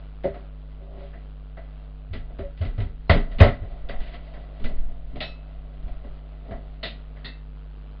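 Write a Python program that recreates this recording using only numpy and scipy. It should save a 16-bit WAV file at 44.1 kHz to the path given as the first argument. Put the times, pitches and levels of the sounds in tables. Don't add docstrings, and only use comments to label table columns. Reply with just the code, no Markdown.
import sys
import numpy as np
from scipy import signal
from scipy.fft import rfft, irfft
from scipy.io import wavfile
from scipy.ndimage import uniform_filter1d

SR = 44100
rng = np.random.default_rng(int(sys.argv[2]) if len(sys.argv) > 2 else 0)


def transcribe(signal):
    frames = np.atleast_2d(signal).T
    limited = np.clip(frames, -1, 1)
    pcm = np.round(limited * 32767).astype(np.int16)
    wavfile.write(sys.argv[1], SR, pcm)


def decibels_to_gain(level_db):
    exponent = np.asarray(level_db, float) / 20
    return 10 ** exponent


N = 352800

# multiple of the mains frequency, rms level in dB.
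HUM = [(1, -38.5), (3, -50.5), (5, -60), (9, -68), (11, -82)]
MAINS_HZ, MAINS_CREST_S = 49.972, 0.0073
# frequency in Hz, level in dB.
HISS = [(100, 4.5), (300, -4), (670, -4.5), (900, -9.5), (1400, -9.5), (1900, -18), (3040, -16),
        (4500, -25)]
HISS_DB, BUZZ_DEPTH = -56.5, 0.55

# time in seconds, rustle in dB.
BUSY = [(0, -44), (.15, -84), (.4, -65), (.62, -63.5), (1.0, -44), (1.27, -75), (1.67, -53.5),
        (1.91, -59.5), (2.3, -54), (2.9, -76.5), (3.34, -44), (3.5, -46), (3.7, -45), (4.6, -47.5),
        (4.9, -51.5), (7.2, -53), (7.45, -75), (8, -61)]
# time in seconds, peak in dB.
SCUFFS = [
    (1.0, -59),
    (3.17, -58),
    (4.04, -44.5),
    (4.139, -50.5),
]
CLOTH_DB, CLOTH_SHARE = -31.5, 0.56

# time in seconds, floor sway in dB, pushed air in dB.
STEPS = [(2.92, -50, -51), (3.36, -33.5, -43), (3.68, -36.5, -44.5), (3.85, -30.5, -32),
         (3.971, -22.5, -29.5), (4.34, -44.5, -49), (4.652, -18.5, -28.5), (4.77, -21.5, -37.5),
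         (4.86, -37, -40.5), (5.08, -32.5, -44.5), (5.28, -39, -49), (5.57, -37.5, -41.5),
         (5.84, -32.5, -28), (6.04, -34, -43.5), (6.63, -35.5, -46.5)]
# time in seconds, peak in dB.
SWINGS = [
    (2.14, -28),
    (2.4, -34.5),
    (2.67, -23),
    (2.81, -29.5),
    (3.28, -23.5),
    (3.6, -25.5),
    (6.551, -37),
]
PUSH_S, SETTLE_S = 0.018, 0.081
STILL_SWAY_DB, STILL_AIR_DB = -51, -59.5

# start in seconds, strength, hollowness and hardness in dB, contact in seconds.
DOORS = [(0.234, -25, -5, -20, 0.043), (0.339, -31, -9, -23, 0.012), (1.13, -40, -2.5, -25, 0.0053),
         (1.57, -33, -11, -25, 0.0016), (2.13, -35, 2.5, -4.5, 0.031), (2.296, -39.5, -3, -42, .012),
         (2.386, -30, -3, -19.5, 0.0059), (2.572, -52.5, -1, 1.5, 0.024), (2.61, -29, -2, -14, 0.048),
         (2.648, -40.5, 7, -4, 0.0066), (2.777, -30, -2, -18.5, 0.023), (2.802, -37, 6.5, -6.5, 0.0071),
         (3.095, -5.5, -10.5, -14, 0.0015), (3.146, -28, 9, -25, 0.014), (3.314, -41.5, -8, -8, .0066),
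         (3.384, -30.5, 6, -3.5, 0.011), (3.401, -2, -12.5, -19.5, 0.017), (3.429, -7.5, -10, -22, 0.028),
         (3.616, -36.5, -1.5, -26, 0.031)]
# start in seconds, strength, hollowness and hardness in dB.
BUMPS = [(3.805, -54, -16, -29), (3.888, -27, -7, -11.5), (3.933, -31.5, -16, -30), (4.001, -41, 0, -6),
         (4.073, -42.5, -3.5, -13), (4.135, -35.5, -12, -14), (4.336, -38, 1.5, -15),
         (4.596, -47.5, 13, -7), (4.64, -30, 0.5, -8), (4.689, -35.5, 0, -32), (4.88, -44, -1, -29)]
# start in seconds, strength, hollowness and hardness in dB.
COUNTER = [(5.124, -51.5, 14.5, -14), (5.155, -31.5, 2, -14), (5.203, -24, -12, -4), (5.65, -48.5, -8, -31),
           (5.826, -41.5, 0.5, -18), (5.876, -36.5, -22, -19), (6.036, -36, -2, -23), (6.144, -62, -3, -21),
           (6.445, -39.5, -3, -24.5), (6.482, -36, -1, -26), (6.507, -25.5, -6, -27.5),
           (6.522, -33.5, -6, -27), (6.602, -50, -11, -22), (6.829, -27, -8, -5), (6.855, -38.5, 0.5, 5.5),
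           (7.165, -44, -1.5, -15), (7.243, -37.5, -3, -14)]
BUMP_S, COUNTER_S = 0.0082, 0.0095
CLACK_SHARE, COUNTER_CLACK_DB = 0.54, -7.5
# pitch in Hz, level in dB, 60 dB decay in seconds.
PANEL = [(507, -8.5, .04), (577.2, -0.5, 0.11), (608, -2.5, 0.08), (640, 2.5, 0.075), (663, 0, 0.1),
         (698, -0.5, 0.11), (880, -15, 0.024), (990, -15, 0.023), (1052, -9, 0.033)]
# pitch in Hz, level in dB, 60 dB decay in seconds.
CARCASS = [(125, -6.5, 0.01), (165, 2, 0.036), (223, 3, 0.067), (251.6, -2.5, 0.11), (289.4, -3, 0.058),
           (320, -16, 0.013), (384, -6.5, 0.07), (400, -6.5, 0.1)]
# frequency in Hz, level in dB.
CLACK = [(550, -34.5), (900, -1), (1060, -4), (1250, -2), (1500, -0.5), (2100, -3.5), (3000, -16.5),
         (5000, -22)]
# frequency in Hz, level in dB.
RATTLE = [(1200, -20.5), (2200, -2), (3000, 2), (4200, -5), (5200, -9), (6500, -30.5)]

# start in seconds, peak in dB, contact in seconds.
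BOX_HITS = [(.243, -22.5, 0.000025), (.254, -17, 0.000023), (.277, -20, 0.000025), (.3, -50.5, 0.0073),
            (.36, -40, 0.031), (.48, -51, 0.059), (.8, -42, 0.035), (.9, -41.5, 0.082),
            (.965, -38.5, 0.022), (1.0, -40.5, 0.036), (1.035, -45, 0.0095), (1.14, -43.5, 0.012),
            (2.39, -30.5, 0.011), (2.42, -37, 0.025)]
# pitch in Hz, level in dB, 60 dB decay in seconds.
BOX = [(218, -12.5, 0.12), (395, -5.5, 0.2), (563, -0.5, 0.18), (586, -12.5, 0.18), (657, -12, 0.18)]
BOX_TOP_HZ = 900

# start in seconds, peak in dB,
# pitch in Hz, 60 dB decay in seconds.
THUDS = [(0.253, -32.5, 76.5, 0.25), (2.099, -24, 86.3, 0.2), (2.142, -36.5, 99, 0.3),
         (2.385, -26.5, 76.7, 0.22), (2.603, -10, 84.7, 0.12), (2.652, -22.5, 114, 0.095),
         (2.775, -18, 101.2, 0.24), (2.821, -25.5, 72.6, 0.24), (3.095, 3.5, 83, 0.083),
         (3.099, -21.5, 174, 0.23), (3.147, -27.5, 117, .2), (3.352, -26, 65, 0.14),
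         (3.397, -7, 60.3, 0.15), (3.405, 9, 89.6, 0.094), (3.111, -9, 27.95, 0.47),
         (3.415, -5, 29.6, 0.25), (3.445, -15.5, 115, 0.19), (3.499, -30, 82, 0.22),
         (3.614, -17.5, 92, 0.094), (3.893, -41, 126, 0.12), (4.639, -33, 82, 0.27), (4.769, -36, 71, 0.15),
         (5.125, -43, 125, 0.19), (5.842, -29.5, 75.5, 0.18), (6.505, -22.5, 100, 0.076),
         (6.83, -50.5, 108.4, 0.076)]

# start in seconds, strength in dB.
TAPS = [
    (1.13, -41),
    (1.572, -42),
    (3.314, -48.5),
    (4.338, -45),
    (6.04, -55),
    (6.508, -38),
    (7.162, -44),
]
# frequency in Hz, level in dB.
TAP = [(700, -12.5), (1300, -5), (1700, 3.5), (2100, -4), (2700, -11.5), (4000, -23.5)]
TAP_S = 0.006

# start in seconds, peak in dB, contact in seconds.
PAN_HITS = [
    (5.207, -47, 2e-5),
    (5.22, -56, 2e-5),
    (5.243, -60, 2e-5),
    (5.275, -62, 2e-5),
]
# pitch in Hz, level in dB, 60 dB decay in seconds.
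PAN = [(1297, -12, .25), (2040, -14, .15), (2600, -1, .36), (4025, -1, .28), (4068, -3, .28),
       (4667, -12, .15), (5130, -7, .12), (5405, -1, .27), (5780, 6, .025)]
# start in seconds, peak in dB, contact in seconds.
CUP_HITS = [
    (5.209, -32, .004),
    (5.218, -27.5, 0.0036),
    (6.83, -22.5, 0.001),
    (6.852, -32, 0.002),
    (7.245, -29, .008),
]
# pitch in Hz, level in dB, 60 dB decay in seconds.
CUP = [(1906, -5, 0.021), (2760, -9.5, .015), (3600, -5, 0.0095), (3720, 2.5, 0.013), (3980, 3, 0.01),
       (4450, -29, 0.0045)]
# start in seconds, peak in dB, contact in seconds.
POT_HITS = [
    (7.246, -47, 1.4e-5),
    (7.278, -54, 1e-5),
    (7.335, -62, 1e-5),
]
# pitch in Hz, level in dB, 60 dB decay in seconds.
POT = [(1885, 6, 0.029), (2053, -0.5, 0.041), (2657, 0.5, 0.18), (3570, -15, 0.054), (3640, -4, 0.057),
       (3850, -10, 0.11), (4350, -7, 0.065), (4430, -11, 0.06)]

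# band centre in Hz, 60 dB decay in seconds.
ROOM = [(150, 0.24), (400, 0.21), (900, 0.21), (2000, 0.34), (4000, 0.22)]
ROOM_DB = 1
WET_DB = 0.5
RISE_S = 0.0078

# pitch in Hz, width in Hz, boost in dB.
HOUSING = [(1984, 83, 11), (725, 2100, -1), (1315, 32, 7)]
# frequency in Hz, dB against the middle band.
MUTE_BELOW = [(3000, -40), (3600, -14), (4500, -9.5), (5300, -29), (5800, -22.5)]
TOP_HZ = 4900
IMAGE_HZ, IMAGE_DB = 8000, -62


def level(x, db):
    return x * decibels_to_gain(db) / np.sqrt(np.mean(x ** 2))


def colour(x, table):
    hz, db = np.transpose(table)
    f = np.fft.rfftfreq(len(x), 1 / SR) + 1
    gain = decibels_to_gain(np.interp(np.log(f), np.log(hz), db))
    return irfft(rfft(x) * gain, len(x))


def band(x, lo_hz, hi_hz):
    return signal.sosfilt(signal.butter(2, [lo_hz, hi_hz], "band", fs=SR, output="sos"), x)


def ring(x, modes):
    out = 0
    for hz, db, t60 in modes:
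        pole = np.exp(2j * np.pi * hz / SR - np.log(1000) / (t60 * SR))
        out = out + decibels_to_gain(db) * signal.lfilter([1], [1, -pole], x).imag
    return out


def contacts(s, db, length, t60=0.001):
    size = 16384
    out, t = np.zeros(N + size), np.arange(1, size + 1) / SR
    tail = decibels_to_gain(WET_DB) * np.exp(-np.log(1000) * t / t60) * (t60 > 0.01)
    grits = rng.standard_normal((len(s), size))
    for start, gain, tau, grit in zip(s, decibels_to_gain(np.array(db)), length, grits):
        tau = max(tau, 1e-5)
        build_up = 1 - np.exp(-t / min(tau, RISE_S))
        force = grit * (np.exp(-t / tau) + tail) * build_up
        i = int(start * SR)
        out[i:i + size] += gain * force / np.sqrt(np.sum(force ** 2))
    return out[:N]


def curve(table):
    s, *columns = np.transpose(table)
    return [np.interp(np.arange(N) / SR, s, c) for c in columns]


def walk(rate):
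    k = int(SR / rate)
    steps = np.repeat(rng.standard_normal(N // k + 1), k)
    return 2.03 * uniform_filter1d(uniform_filter1d(steps, k), k)[:N]


def swells(s, db):
    coarse = np.arange(0, N, 64)
    lag = coarse / SR - np.array(s)[:, None]
    gain = decibels_to_gain(np.array(db)) @ np.exp(np.where(lag < 0, lag / PUSH_S, -lag / SETTLE_S))
    return np.interp(np.arange(N), coarse, gain)


def room(x):
    t = np.arange(SR // 2) / SR
    tail = 0
    for hz, t60 in ROOM:
        tail = tail + band(rng.standard_normal(len(t)), hz / 2.0, hz * 2.8) * np.exp(-np.log(1000) * t / t60)
    tail = tail * np.clip(t / 0.0095, 0, 1)
    return x + signal.fftconvolve(x, decibels_to_gain(ROOM_DB) * tail / np.sqrt(np.sum(tail ** 2)))[:N]


def mains():
    phase = 2 * np.pi * MAINS_HZ * (np.arange(N) / SR - MAINS_CREST_S)
    hum = sum(np.sqrt(2) * decibels_to_gain(db) * np.cos(round(k) * phase) for k, db in HUM)
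    hiss = level(colour(rng.standard_normal(N), HISS), HISS_DB)
    throb = np.exp(BUZZ_DEPTH * np.cos(2 * phase - 0.6) + 0.073 * np.cos(phase - 1.5))
    return hum + hiss * throb * decibels_to_gain(1.1 * walk(11))


def mover():
    busy_db = curve(BUSY)[0]
    dull = level(ring(rng.standard_normal(N), PANEL + CARCASS[4:]), -5.5)
    dull = dull * decibels_to_gain(busy_db + 0.65 * walk(7.1))
    bright = colour(rng.standard_normal(N), RATTLE) + colour(rng.standard_normal(N), CLACK)
    bright = level(bright, -9) * decibels_to_gain(1.7 * walk(30))
    return dull + bright * (decibels_to_gain(CLOTH_DB + CLOTH_SHARE * busy_db) + swells(*np.transpose(SCUFFS)))


def heave():
    s, sway_db, air_db = np.transpose(STEPS)
    sway = level(band(rng.standard_normal(N), 7, 13.7), 0) * (decibels_to_gain(STILL_SWAY_DB) + swells(s, sway_db))
    push = decibels_to_gain(STILL_AIR_DB) + swells(s, air_db) + swells(*np.transpose(SWINGS))
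    return sway + level(band(rng.standard_normal(N), 23, 35), 0) * push


def cupboard():
    rows = [(*r, 0) for r in DOORS]
    rows += [(*r, BUMP_S, 0) for r in BUMPS]
    rows += [(*r, COUNTER_S, COUNTER_CLACK_DB) for r in COUNTER]
    s, db, hollow_db, hard_db, length, stop_db = np.transpose(rows)
    panel = ring(contacts(s, db - 11.5, length, t60=0.26), PANEL)
    carcass = ring(contacts(s, db + hollow_db - 4.5, length, t60=0.35), CARCASS)
    clack_db = db + CLACK_SHARE * hard_db + stop_db + 34.0
    clack = colour(contacts(s, clack_db, 1.1 * length, t60=0.28), CLACK)
    rattle = colour(contacts(s, db + hard_db + 34.5, 0.2 * length, t60=0.25), RATTLE)
    return panel + carcass + clack + rattle


def hollow_box():
    box = ring(contacts(*np.transpose(BOX_HITS)), BOX)
    return band(band(box, 100, BOX_TOP_HZ), 100, BOX_TOP_HZ)


def thuds():
    out, t = np.zeros(N + SR), np.arange(SR) / SR
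    for s, db, hz, t60 in THUDS:
        swell = (1 - np.exp(-1.2 * hz * t)) ** 2
        swing = np.sin(2 * np.pi * hz * t) * np.exp(-np.log(1000) * t / t60) * swell
        i = int(s * SR)
        out[i:i + SR] += 1.66 * decibels_to_gain(db) * swing
    return out[:N]


def finger_taps():
    s, db = np.transpose(TAPS)
    return colour(contacts(s, db + 28.5, np.full(len(s), TAP_S), t60=0.25), TAP)


def pan_and_pot():
    pan = ring(contacts(*np.transpose(PAN_HITS)), PAN)
    pot = ring(contacts(*np.transpose(POT_HITS)), POT)
    return room(pan + pot)


def crockery():
    return ring(contacts(*np.transpose(CUP_HITS), t60=0.22), CUP)


def scene():
    air = mover() + cupboard() + hollow_box() + finger_taps() + pan_and_pot() + crockery()
    for hz, width, db in HOUSING:
        air = air + (decibels_to_gain(db) - 1) * signal.lfilter(*signal.iirpeak(hz, hz / width, SR), air)
    return (air + thuds() + heave() + mains())[None]


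def mute_weak_patches(x):
    hz, _, z = signal.stft(x, SR, nperseg=2048)
    size = np.abs(z)
    middle = np.median(size[(hz > 1000) & (hz < 3500)], axis=0)
    limit = decibels_to_gain(np.interp(hz, *np.transpose(MUTE_BELOW)))[:, None] * middle
    kept = z * (uniform_filter1d(size, size=6, axis=0) > limit)
    return signal.istft(kept, SR, nperseg=2048)[1][:N]


def top_cut(x):
    return signal.sosfilt(signal.butter(12, 16000, fs=SR, output="sos"), x)


def record(dry):
    low_pass = signal.cheby2(10, 70, 1.313 * TOP_HZ, fs=SR, output="sos")
    narrow = mute_weak_patches(signal.sosfilt(low_pass, dry[0]))[None]
    bass = uniform_filter1d(narrow, size=200)
    image = decibels_to_gain(IMAGE_DB) * bass * np.cos(2 * np.pi * IMAGE_HZ * np.arange(N) / SR)
    limited = narrow / (1 + np.abs(narrow) ** 24) ** (1 / 24)
    return top_cut(np.clip(limited * 1.018 + image, -1, 1))


dry = scene()
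out = record(dry)
transcribe(out)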